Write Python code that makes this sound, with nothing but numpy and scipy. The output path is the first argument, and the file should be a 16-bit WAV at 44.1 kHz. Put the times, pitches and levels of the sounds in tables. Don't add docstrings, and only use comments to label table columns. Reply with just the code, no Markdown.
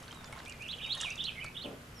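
import sys
import numpy as np
from scipy import signal
from scipy.fft import rfft, irfft
from scipy.io import wavfile
from scipy.ndimage import uniform_filter1d

SR = 44100
rng = np.random.default_rng(int(sys.argv[2]) if len(sys.argv) > 2 else 0)


def unload_audio(sound):
    columns = np.transpose(np.atleast_2d(sound))
    steps = np.round(np.clip(columns, -1, 1) * 32767)
    wavfile.write(sys.argv[1], SR, steps.astype(np.int16))


N = 88200
TIME = np.arange(N) / SR
CUTOFF_HZ = 15250


def water():
    # time_s, lap_db, spray_db
    slosh = [(0, -58, -58), (.2, -59, -71), (.39, -52, -61.5), (.55, -60, -67.5), (.9, -61, -61.5),
             (.98, -55, -54), (1.02, -50, -51), (1.16, -62, -64), (1.3, -60.5, -65), (1.42, -65.5, -65.5),
             (1.45, -55, -60), (1.5, -64.5, -68), (2.0, -66, -68.5)]
    time_s, lap_db, spray_db = np.transpose(slosh)
    lap_gain = from_db(np.interp(TIME, time_s, lap_db))
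    spray_gain = from_db(np.interp(TIME, time_s, spray_db))
    lap = lap_gain * bubbles(per_s=1300, band_hz=(481, 2900), cycles=5.9, spread_db=3.5, width_db=10)
    spray = spray_gain * bubbles(per_s=2100, band_hz=(2800, 11170), cycles=53, spread_db=5.5)
    gurgle = lap_gain * bubbles(per_s=490, band_hz=(883, 3360), cycles=25, spread_db=6, width_db=6)
    splash = from_db(-51.5) * burst(start_s=1.005, attack_s=.011, t60_s=.44) * hiss(low_hz=1980)
    direct = lap + from_db(-3) * gurgle + spray + splash + panned(drops(), pan_db=-3)
    direct = signal.sosfilt(signal.butter(12, 10800, fs=SR, output="sos"), direct)
    return direct + from_db(-12) * echoes(direct.mean(0), t60_s=.18, correlation=.98)


def bubbles(per_s, band_hz, cycles, spread_db, width_db=0):
    strengths = from_db(spread_db * np.minimum(rng.exponential(1, N), 3.5))
    births = strengths * rng.choice([-1, 1], N) * (rng.random(N) < per_s / SR)
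    pitches_hz = np.geomspace(*band_hz, 30)
    pitch_index = rng.integers(0, len(pitches_hz), N)
    out = 0
    for k, hz in enumerate(pitches_hz):
        radius = from_db(-60 * hz / (cycles * SR))
        resonator = [1, -2 * radius * np.cos(2 * np.pi * hz / SR), radius ** 2]
        ringing = signal.lfilter([1, 0, -1], resonator, births * (pitch_index == k) + 1e-18)
        out = out + panned(ringing, width_db * rng.standard_normal())
    return rms_one(out)


def drops():
    # start_s, level_db, pitch_hz, t60_cycles
    impacts = [(0.027, -42, 7500, 20), (.08, -34, 3870, 20), (0.085, -45, 1560, 72),
               (0.11, -41.5, 3134, 170), (.117, -38.5, 6960, 11), (0.127, -31, 1070, 6.1),
               (0.127, -36, 3700, 21), (0.146, -41, 7300, 8.4), (0.173, -39, 1110, 10),
               (.244, -34, 5020, 17), (.244, -35, 1470, 5.8), (0.257, -51, 6900, 520),
               (.296, -34, 620, 5.4), (.327, -39, 2194, 106), (.328, -39.5, 790, 14),
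               (0.374, -40.5, 1320, 18), (0.39, -38, 4070, 32), (0.403, -42, 1850, 35),
               (0.452, -39, 6400, 8.8), (0.459, -36, 3400, 23), (0.481, -41, 8760, 35),
               (.497, -35, 7280, 35), (.523, -34.5, 4700, 25), (0.622, -33.5, 5730, 16),
               (.682, -39, 6040, 18), (0.864, -37, 4900, 24), (0.951, -33.5, 9300, 30),
               (.957, -50, 9000, 26), (0.97, -42, 1815, 95), (0.977, -43, 6600, 83), (1.003, -31, 7500, 13),
               (1.01, -37, 1800, 28), (1.011, -21, 5850, 7.3), (1.0142, -22.5, 7050, 20),
               (1.027, -43, 5700, 20), (1.033, -31, 1700, 24), (1.047, -37.5, 1000, 31),
               (1.104, -32, 6070, 71), (1.122, -39.5, 4800, 61), (1.1568, -33.5, 5730, 17),
               (1.24, -30, 5300, 15), (1.243, -37.5, 7700, 26), (1.462, -43.5, 4380, 120),
               (1.661, -47.5, 8300, 30)]
    pitch_rise, onset_cycles, snap_decay_s = .063, .61, .0034
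    out = np.zeros(N + SR)
    t = TIME[:SR // 10]
    for start_s, level_db, hz, t60_cycles in impacts:
        life = t * hz / t60_cycles
        glide_hz = hz * (1 + pitch_rise * np.minimum(life, 1))
        envelope = from_db(-60 * life) * (1 - np.exp(-t * hz / onset_cycles))
        bubble = envelope * np.sin(2 * np.pi * np.cumsum(glide_hz) / SR)
        band = signal.butter(2, [hz * .73, hz * 1.286], "band", fs=SR, output="sos")
        snap = rms_one(signal.sosfilt(band, rng.standard_normal(len(t)))) * np.exp(-t / snap_decay_s)
        start = int(start_s * SR)
        out[start:start + len(t)] += from_db(level_db) * (bubble + from_db(-12.5) * snap)
    return out[:N]


def knocks():
    # start_s, level_db
    nudges = [(0.3243, -44.5), (1.4432, -40)]
    # pitch_hz, relative_db, t60_s
    modes = [(120, -2, 0.1), (850, -11, 0.028), (1090, -1.5, 0.012), (1326, 1.5, 0.031)]
    lag_s = .00312
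    out = 0
    for start_s, level_db in nudges:
        age = np.maximum(TIME - start_s - lag_s, 0)
        body = sum(from_db(db - 60 * age / t60) * np.sin(2 * np.pi * hz * age) for hz, db, t60 in modes)
        grit = from_db(-3.5) * burst(start_s, attack_s=.00079, t60_s=.033) * hiss(low_hz=2500)
        out = out + from_db(level_db) * (body + grit)
    return out


def birds():
    # time_s, pitch_hz, level_db
    song = [
        [(.462, 2300, -50), (.503, 2950, -55), (.515, 2460, -51), (.541, 2010, -62)],
        [(.597, 2230, -56.5), (.62, 2520, -47.5), (.65, 2950, -49.5), (.668, 2390, -47)],
        [(.679, 2800, -52), (.69, 3370, -41.5), (.715, 4040, -43), (.725, 4500, -53)],
        [(.726, 2650, -49), (.734, 3520, -40), (.741, 2770, -41.5)],
        [(.785, 3410, -46), (.799, 2330, -53), (.816, 2900, -40), (.823, 3850, -51.5), (.843, 2950, -40.5),
         (.875, 2280, -48)],
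        [(.884, 2600, -52), (.895, 3250, -40.5), (.922, 3990, -33.5), (.935, 4440, -34)],
        [(.937, 2730, -52), (.945, 3620, -38), (.953, 2650, -52)],
        [(.996, 3627, -41.5), (1.007, 2757, -43), (1.031, 3783, -44), (1.048, 2827, -39.5),
         (1.065, 2424, -38.5), (1.087, 2300, -46)],
        [(1.095, 2340, -51), (1.108, 2642, -40.5), (1.12, 2750, -43.5), (1.133, 2550, -41)],
        [(1.353, 2240, -54.5), (1.39, 2179, -40), (1.399, 2300, -59)],
        [(1.399, 2710, -51.5), (1.414, 3106, -49)],
        [(1.411, 2150, -51), (1.425, 2590, -42.5), (1.45, 2300, -52.5), (1.48, 2292, -48)],
    ]
    # offset_s, pitch_hz, relative_db
    flourish = [
        [(0, 3700, -6), (.013, 2850, -4.5), (.026, 3500, 0.5), (.035, 3800, -0.5), (.05, 2850, -8),
         (.064, 3700, -6.5), (.078, 4150, -1), (.088, 4400, -7)],
        [(.09, 2750, -3), (.097, 3650, -2.5), (.106, 3050, -1.5), (.119, 2480, -6.5)],
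    ]
    # start_s, level_db
    entries = [(1.178, -37), (1.546, -44.5)]
    # time_s, pitch_hz, level_db
    far_notes = [
        [(.135, 3920, -63.5), (.285, 3420, -68)],
        [(.83, 3720, -49.5), (1.105, 3790, -54)],
        [(1.95, 5800, -65.5), (2.015, 4850, -53)],
    ]
    notes = song + [[(start_s + s, hz, level_db + db) for s, hz, db in note]
                    for start_s, level_db in entries for note in flourish]
    near = sum(whistle(note, waver_share=.0275, edge_s=.0015) for note in notes)
    far = sum(whistle(note, waver_share=.0052, edge_s=.025) for note in far_notes)
    dull = signal.sosfilt(signal.butter(6, 3550, fs=SR, output="sos"), near + far)
    yard_echo = from_db(-2.5) * echoes(dull, t60_s=.34, correlation=.78)
    blur = from_db(-3) * echoes(near + far, t60_s=.048, correlation=.78)
    far_echo = from_db(-10) * echoes(far, t60_s=.31, correlation=.17)
    return panned(near, -6.5) + panned(far + far_echo, -3) + panned(yard_echo + blur, -2.5)


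def whistle(note, waver_share, edge_s):
    waver_reference_hz, flutter_db = 2300, 2
    time_s, hz, db = np.transpose(note)
    gate = np.clip(np.minimum(TIME - time_s[0], time_s[-1] - TIME) / edge_s + .5, 0, 1)
    pitch_hz = uniform_filter1d(np.interp(TIME, time_s, hz), size=130)
    waver = 1 + waver_share * (waver_reference_hz / pitch_hz) ** 1.775 * drift(corner_hz=180)
    level = from_db(np.interp(TIME, time_s, db) + flutter_db * drift(corner_hz=140))
    tone = np.sqrt(2) * np.sin(2 * np.pi * np.cumsum(pitch_hz * waver) / SR)
    return np.sin(np.pi / 2 * gate) ** 2 * level * tone


def thud():
    # pitch_hz, relative_db, t60_s (before the sag is added)
    modes = [(150, -16, .2), (206.6, -1, 0.22), (273.3, 4.5, 0.89), (373, -12, .12), (446, 2.5, 0.14),
             (559.4, 3.5, 0.12), (800, -6, 0.37), (1038, -10, .25)]
    # frequency_hz, relative_density_db
    rattle_spectrum = [(70, -20), (130, 2), (300, 7), (600, 7), (900, -5), (1400, -11), (2500, -33)]
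    start_s, attack_s, hold_s, sag_db_per_s, rattle_t60_s = 1.639, .01, .11, 74, .46
    age = np.maximum(TIME - start_s, 0)
    dying = np.maximum(age - hold_s, 0)
    body = sum(from_db(db - 60 * dying / t60) * np.sin(2 * np.pi * (hz * age + rng.random()))
               for hz, db, t60 in modes)
    rattle = from_db(-43 - 60 * dying / rattle_t60_s) * stereo_noise(rattle_spectrum)
    envelope = np.minimum(age / attack_s, 1) * from_db(-sag_db_per_s * age)
    return panned(envelope * (from_db(-50) * body + rattle), pan_db=1)


def yard():
    # frequency_hz, relative_density_db
    spectrum = [(25, -4), (45, -5.5), (70, -2), (125, 1.5), (175, -1), (210, -8.5), (300, -9), (600, -11.5),
                (900, -16.5), (1300, -11), (2100, -16), (2900, -16.5), (3800, -23.5), (6000, -25.5),
                (10000, -29.5), (12500, -30.5), (15000, -41)]
    # pitch_hz, rms_db
    harmonics = [(60, -63), (240, -63.5)]
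    hum = sum(np.sqrt(2) * from_db(db) * np.sin(2 * np.pi * (hz * TIME + rng.random()))
              for hz, db in harmonics)
    return from_db(-51.5) * stereo_noise(spectrum) + hum


def echoes(x, t60_s, correlation):
    delay_s = .0045
    t = TIME[:SR // 2]
    mid, side = rng.standard_normal((2, len(t)))
    tail = left_right(mid, side, correlation) * from_db(-60 * t / t60_s) * (t > delay_s)
    return signal.fftconvolve(x[None], tail / np.sqrt(np.sum(tail ** 2) / 2), axes=1)[:, :N]


def stereo_noise(spectrum):
    # frequency_hz, correlation
    coherence = [(60, 1), (140, 1), (280, 0.8), (550, 0.68), (1100, 0.06), (3000, 0.067), (6000, 0.14),
                 (11000, 1)]
    hz = np.fft.rfftfreq(N, 1 / SR)
    mid, side = rfft(rng.standard_normal((2, N)))
    white = left_right(mid, side, at_hz(coherence, hz))
    return rms_one(irfft(from_db(at_hz(spectrum, hz)) * white, N))


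def hiss(low_hz):
    band = signal.butter(4, [low_hz, 10100], "band", fs=SR, output="sos")
    return rms_one(signal.sosfilt(band, rng.standard_normal(N)))


def burst(start_s, attack_s, t60_s):
    age = np.maximum(TIME - start_s, 0)
    return np.minimum(age / attack_s, 1) * from_db(-60 * np.maximum(age - attack_s, 0) / t60_s)


def drift(corner_hz):
    hop, settle = 40, 2000
    pole = np.exp(-2 * np.pi * corner_hz * hop / SR)
    noise = rng.standard_normal(N // hop + settle + 2)
    slow = signal.lfilter([1], [1, -2 * pole, pole ** 2], noise)[settle:]
    return np.interp(np.arange(N) / hop, np.arange(len(slow)), rms_one(slow))


def left_right(mid, side, correlation):
    return np.sqrt(1 + correlation) * mid + np.sqrt(1 - correlation) * side * [[1], [-1]]


def panned(x, pan_db):
    return x * from_db(np.array([[.5], [-.5]]) * pan_db)


def at_hz(points, hz):
    point_hz, value = np.transpose(points)
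    return np.interp(np.log(hz + 1), np.log(point_hz), value)


def from_db(db):
    return 10 ** (np.asarray(db) / 20)


def rms_one(x):
    return x / np.sqrt(np.mean(x ** 2) + 1e-20)


def scene():
    return birds() + water() + knocks() + thud() + yard()


def record(dry):
    return signal.sosfilt(signal.ellip(12, .2, 80, CUTOFF_HZ, fs=SR, output="sos"), dry)


dry = scene()
out = record(dry)
unload_audio(out)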